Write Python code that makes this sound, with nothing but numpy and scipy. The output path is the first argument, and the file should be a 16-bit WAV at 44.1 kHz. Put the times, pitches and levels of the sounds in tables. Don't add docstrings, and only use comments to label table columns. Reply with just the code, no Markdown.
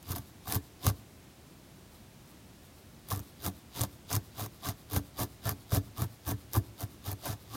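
import sys
import numpy as np
from scipy import signal
from scipy.io import wavfile
from scipy.ndimage import uniform_filter1d

SR = 44100
rng = np.random.default_rng(int(sys.argv[2]) if len(sys.argv) > 2 else 0)


def log_audio(samples):
    frames = np.atleast_2d(samples).T
    limited = np.clip(frames, -1, 1)
    pcm = np.round(limited * 32767).astype(np.int16)
    wavfile.write(sys.argv[1], SR, pcm)


N = 333396

# (frequency [Hz], level [dB])
ROOM_TONE = [(15, -4), (25, -14), (43, -5), (76, 1.5), (97, 0), (217, -4), (384, -8.5), (427, -13.5),
             (659, -14.5), (1330, -21), (1610, -21.5), (3820, -23.5), (4140, -24), (8360, -27.5),
             (16000, -30)]
# (delay [s], level [dB])
NEAR_ECHOES = [(.0009, -52), (.0017, -30), (.0029, -14), (.0043, -11.5), (.0064, -32.5)]
# (time [s], level [dB])
FINGER_FOLDS = [(1.95, -62), (2.3, -62), (2.65, -63.5), (2.78, -64.5)]
# (frequency [Hz], level [dB])
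RUB_TONE = [(300, -17), (1200, 7), (2000, -17), (2900, -7), (3600, 4), (5000, 1.5), (6500, -4.5),
            (7800, -1), (10000, -1), (13000, 3), (16000, -2)]
# (frequency [Hz], width before gripping [Hz], level [dB])
NEEDLE_MODES = [(3190, 1500, -4.5), (3720, 530, 9.5), (3906, 24, 14), (4620, 220, 5.5), (5070, 630, 3),
                (6530, 220, -3.5)]
# (frequency [Hz], width [Hz], level [dB])
TABLE_MODES = [(62, 4.2, -5), (99.4, 20.7, 5.5), (128.2, 23, 1), (196, 20.5, -2.5), (221, 69, -9),
               (281.4, 16.4, 1.5), (338, 31.4, -7), (426.5, 28, -4.5)]
# (frequency [Hz], width [Hz], level [dB])
PAD_MODES = [(554, 320, -9.5), (638, 113, 6.5), (728, 174, 1), (873, 47, 4.5), (1003, 85, -0.5),
             (1147, 107, 0.5), (1312, 50, -1.5), (1555, 27.3, 1), (1745, 30.5, -3), (2250, 2200, -25)]
# (time [s], peak [dB])
TABLE_JOLTS = [(0.099, -25.5), (0.132, -33), (0.186, -31.5), (0.477, -32), (0.554, -21), (0.869, -16),
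               (0.889, -27), (3.124, -27), (3.154, -36), (3.195, -37), (3.471, -22), (3.807, -26),
               (3.833, -29), (4.134, -23.5), (4.163, -24.5), (4.682, -24), (4.932, -28.5), (4.964, -17.5),
               (5.199, -25), (5.222, -31.5), (5.453, -30), (5.471, -25), (5.509, -31), (5.723, -16.5),
               (5.767, -24), (6.014, -22), (6.307, -24.5), (6.334, -28), (6.571, -22.5), (6.83, -24.5),
               (7.074, -27), (7.126, -31.5), (7.292, -26)]
# (frequency [Hz], level [dB])
FIBRE_TONE = [(300, -18), (1200, -19), (2000, 0.5), (2450, -3), (2950, -6.5), (3600, 0.5), (4600, -0.5),
              (6400, 5), (7700, 0.5), (9500, 4), (12000, 6.5), (14500, 9.5), (16000, -3.5)]
# (time [s], crack peak [dB], pad knock peak [dB])
SNAPS_AND_TICKS = [(0.028, -32, -54), (.1186, -16.5, -35.5), (0.1613, -22, -31), (.1833, -23, -37),
                   (0.4726, -42, -32), (0.4868, -37, -39), (.5235, -11, -31), (.547, -17, -37),
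                   (.5545, -15, -30.5), (0.8666, -4.5, -18.5), (.89, -21, -40), (0.8987, -19, -28),
                   (3.0875, -28, -42), (3.1031, -25, -47), (3.117, -29, -22), (3.1607, -21, -48),
                   (3.175, -26, -49), (3.1933, -27, -38), (3.2011, -30, -52), (3.4641, -16, -27),
                   (3.8096, -14.5, -28.5), (3.8149, -12, -36), (3.836, -9, -44), (4.1028, -39, -31),
                   (4.1142, -28, -26), (4.1295, -11, -46), (4.1466, -19, -32), (4.1528, -10.5, -38),
                   (4.1644, -12, -33), (4.4433, -27, -39), (4.462, -23, -37), (4.6876, -15, -38.5),
                   (4.9, -34, -44), (4.9338, -21, -33), (4.9632, -18.5, -21), (5.2044, -26, -35),
                   (5.4727, -31, -30), (5.4926, -13.5, -26), (5.7198, -24, -23), (5.7477, -12.5, -27.5),
                   (6.02, -19, -28), (6.278, -25, -32), (6.534, -19, -43), (6.55, -40, -23.5),
                   (7.1162, -19.5, -40), (7.1295, -23, -39.5)]
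# (time of full bite [s], length [s], rise before the bite
# [dB/s], growth over the push [dB], crackle [dB], pad scrunch [dB], table shudder [dB], top treble [dB])
PUSHES = [(0.097, 0.031, 400, 3.5, -41, -46.5, -37, -0.5), (0.159, 0.03, 1200, -13, -46.5, -49.5, -46, 1.5),
          (0.488, 0.074, 520, 4.5, -37, -42.5, -38, 0.5), (0.843, 0.048, 690, 5.5, -34, -39.5, -32, -4),
          (3.117, 0.03, 658, -10, -39, -45, -38.5, 0), (3.16, 0.035, 900, -7, -54, -54.5, -40, -2),
          (3.452, 0.029, 460, -1, -36.5, -44, -34.5, -0.5), (3.759, 0.082, 620, 4.5, -37.5, -44, -39, -5.5),
          (4.108, 0.057, 850, 0, -35, -41.5, -37, -4.5), (4.405, 0.054, 376, -9, -41.5, -46.5, -40.5, -1.5),
          (4.656, 0.051, 552, -5.5, -37, -42.5, -41, -6), (4.914, 0.059, 900, 12.5, -39, -41.5, -34.5, .5),
          (5.193, 0.04, 738, 0.5, -35, -38.5, -33.5, -1), (5.46, 0.058, 690, -5, -39.5, -42.5, -39, 0),
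          (5.73, 0.038, 600, 3, -33.5, -38, -30, -2), (5.974, 0.065, 1180, 3.5, -43, -43.5, -37, 0.5),
          (6.275, 0.041, 754, -0.5, -39.5, -40.5, -33, 1.5),
          (6.551, 0.019, 638, 4.5, -36.5, -37, -29.5, 3.5), (6.808, 0.028, 700, -4, -42, -45, -43, 0.5),
          (7.065, 0.058, 656.5, -5, -42.5, -46, -40.5, -1), (7.261, 0.072, 495, -9, -38.5, -43, -41, -4),
          (7.555, 0.0067, 291, -8, -43.5, -47.5, -40.5, -5)]
CRACKLE, SCRUNCH, SHUDDER, TREBLE = 4, 5, 6, 7
ORDINARY_PUSH_DB = -40.5


def amp(db):
    return 10 ** (np.asarray(db) / 20)


def unit(x):
    return x / np.sqrt(np.mean(x ** 2) + 1e-20)


def peaked(x):
    return x / abs(signal.hilbert(x)).max()


def add(mix, start_s, sound):
    part = mix[max(round(start_s * SR), 0):][:len(sound)]
    part += sound[:len(part)]


def keep_band(x, side, hz, order=2):
    return signal.sosfilt(signal.butter(order, hz, side, fs=SR, output="sos"), x)


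def through(x, response):
    return signal.oaconvolve(x, response)[:N]


def colour(tone, size=4096):
    hz, db = np.transpose(tone)
    bin_hz = abs(np.fft.fftfreq(size, 1 / SR))
    log_gain = np.log(amp(np.interp(np.log(bin_hz + 1), np.log(hz), db)))
    spectrum = np.exp(np.conj(signal.hilbert(log_gain)))
    return np.fft.ifft(spectrum).real[:size // 2]


def ring(modes, size=8192):
    t = np.arange(size) / SR
    return sum((-1) ** k * amp(db) * width * np.exp(-np.pi * width * t) * np.sin(2 * np.pi * hz * t)
               for k, (hz, width, db) in enumerate(modes))


def wander(rate_hz):
    place = np.arange(N) * min(2 * rate_hz / SR, 1)
    return unit(np.interp(place, np.arange(N), rng.standard_normal(N)))


def push_gain(column, lag_s=0, stop_db_per_s=838):
    t, gain = np.arange(N) / SR - lag_s, np.zeros(N)
    for push in PUSHES:
        bite_s, length_s, rise_db_per_s, growth_db = push[:4]
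        near = abs(t - bite_s) < .25
        age = t[near] - bite_s
        rise = rise_db_per_s * np.minimum(age, 0)
        growth = growth_db * (np.clip(age / length_s, 0, 1) - .5)
        fall = stop_db_per_s * np.maximum(age - length_s, 0)
        gain[near] = np.maximum(gain[near], amp(push[column] + rise + growth - fall))
    return gain


def tiny_clicks(per_s, spread_db, clump_db, clump_hz=330):
    size = amp(spread_db * np.minimum(rng.exponential(1, N), 3.3) + clump_db * wander(clump_hz))
    clicks = size * rng.choice([-1, 1], N) * (rng.random(N) < per_s / SR)
    return clicks / np.sqrt(uniform_filter1d(clicks ** 2, size=500) + 1e-6)


def background(level_db=-54):
    return amp(level_db) * unit(through(rng.standard_normal(N), colour(ROOM_TONE)))


def room_tail(x, low_db=-15, high_db=-23, low_fade_s=0.47, high_fade_s=0.18, split_hz=700):
    t = np.arange(SR // 2) / SR
    reflections = rng.standard_normal(len(t)) * (t > .004)
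    tail = np.zeros(len(t))
    for side, db, fade_s in ("low", low_db, low_fade_s), ("high", high_db, high_fade_s):
        decay = amp(-60 * t / fade_s)
        tail += amp(db) * keep_band(reflections, side, split_hz) * decay / np.linalg.norm(decay)
    return through(x, tail)


def near_echoes(x, lowest_hz=500):
    echoes = np.zeros(SR // 50)
    for delay_s, db in NEAR_ECHOES:
        add(echoes, delay_s, [amp(db)])
    return through(x, keep_band(echoes, "high", lowest_hz))


def wool_swishes(width_s=.024, pull_after_s=0.09, pull_db=-60.5):
    t = np.arange(N) / SR
    pulls = [(bite_s + length_s + pull_after_s, pull_db) for bite_s, length_s, *_ in PUSHES]
    strokes = [amp(db) * np.exp(-np.minimum(((t - time_s) / width_s) ** 2, 100) / 2)
               for time_s, db in pulls + FINGER_FOLDS]
    grains = tiny_clicks(per_s=3500, spread_db=4.5, clump_db=1)
    return np.max(strokes, axis=0) * unit(through(grains, colour(RUB_TONE)))


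def needle_rasp(level_db=-52, follow=0.72, lead_s=0.006, damping=2.1):
    gripped = ring([(hz, width * damping, db) for hz, width, db in NEEDLE_MODES])
    scrape = unit(through(tiny_clicks(per_s=1500, spread_db=3.5, clump_db=12.5), gripped))
    effort = push_gain(CRACKLE, lag_s=-lead_s) / amp(ORDINARY_PUSH_DB)
    return amp(level_db) * scrape * effort ** follow


def table_thumps(softness_s=0.0014, damping_s=0.05):
    out, table = np.zeros(N), ring(TABLE_MODES)
    t = np.arange(len(table)) / SR
    from_middle = t / softness_s - np.pi
    force = -from_middle * np.exp(-from_middle ** 2 / 2)
    muted_table = table * np.exp(-(t / damping_s) ** 2)
    thump = peaked(signal.fftconvolve(force, muted_table)[:len(t)])
    for time_s, db in TABLE_JOLTS:
        add(out, time_s - np.pi * softness_s, amp(db) * thump)
    return out


def table_shudder(breaks, foam_hz=300):
    table = keep_band(ring(TABLE_MODES), "low", foam_hz, order=1)
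    return through(breaks * push_gain(SHUDDER, lag_s=0.002), table / np.linalg.norm(table))


def pad_scrunch(breaks, level_db=-1.66, place_db=2.5):
    shaking = breaks * push_gain(SCRUNCH)
    pad = sum((-1) ** k * through(shaking * amp(place_db * wander(rate_hz=16.3)), ring([mode]))
              for k, mode in enumerate(PAD_MODES))
    return amp(level_db) * pad / np.linalg.norm(ring(PAD_MODES))


def small_snaps(per_s=35, crack_db=-26, knock_db=-39, spread_db=4.5, follow=0.13):
    effort = push_gain(CRACKLE) / amp(ORDINARY_PUSH_DB)
    starts = np.flatnonzero(rng.random(N) < per_s / SR * np.minimum(effort, 1) ** 2)
    extra_db = spread_db * rng.standard_normal((len(starts), 2))
    extra_db += follow * 20 * np.log10(effort[starts, None])
    return [(i / SR, crack_db + crack, knock_db + knock) for i, (crack, knock) in zip(starts, extra_db)]


def snaps_and_ticks(crack_gain_db=-1, knock_gain_db=-4, fizz=0.31, variety_db=2, db_per_octave=1):
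    out, t = np.zeros(N), np.arange(1024) / SR
    fizz_fade, knock_fade = np.exp(-t / .0009), np.exp(-t / .004)
    for time_s, crack_db, knock_db in SNAPS_AND_TICKS + small_snaps():
        burst = (t == 0) + fizz * rng.standard_normal(len(t)) * fizz_fade
        tone = [(hz, db + db_per_octave * np.log2(hz) + variety_db * rng.standard_normal())
                for hz, db in FIBRE_TONE]
        crack = peaked(signal.fftconvolve(burst, colour(tone, size=1024))[:len(t)])
        modes = [(hz, width, db + variety_db * rng.standard_normal()) for hz, width, db in PAD_MODES]
        knock = peaked(knock_fade * ring(modes, size=len(t)))
        add(out, time_s, amp(crack_db + crack_gain_db) * crack + amp(knock_db + knock_gain_db) * knock)
    return out


def fibre_crackle(breaks, level_db=-3.5, variety_db=0.5, kinds=6):
    out, kind = np.zeros(N), rng.integers(0, kinds, N)
    for k in range(kinds):
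        tone = [(hz, db + variety_db * rng.standard_normal()) for hz, db in FIBRE_TONE]
        out += through(breaks * (kind == k), colour(tone))
    return amp(level_db) * unit(out) * push_gain(CRACKLE)


def tearing_wool(breaks, treble_hz=8000):
    tearing = fibre_crackle(breaks) + snaps_and_ticks()
    pushes = np.array(PUSHES)
    treble_db = np.interp(np.arange(N) / SR, pushes[:, 0], pushes[:, TREBLE])
    treble = signal.sosfiltfilt(signal.butter(2, treble_hz, "high", fs=SR, output="sos"), tearing)
    return tearing + (amp(treble_db) - 1) * treble


def scene():
    breaks = tiny_clicks(per_s=5000, spread_db=3.0, clump_db=4.5)
    felting = tearing_wool(breaks) + needle_rasp() + pad_scrunch(breaks)
    felting += table_shudder(breaks) + table_thumps() + wool_swishes()
    return (felting + near_echoes(felting) + room_tail(felting) + background())[None]


def record(dry, bass_hz=38, top_hz=16150):
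    thinned = keep_band(dry, "high", bass_hz)
    treble_cut = signal.firwin(511, top_hz, window=("kaiser", 9), fs=SR)
    return signal.oaconvolve(thinned, treble_cut[None], "same")


dry = scene()
out = record(dry)
log_audio(out)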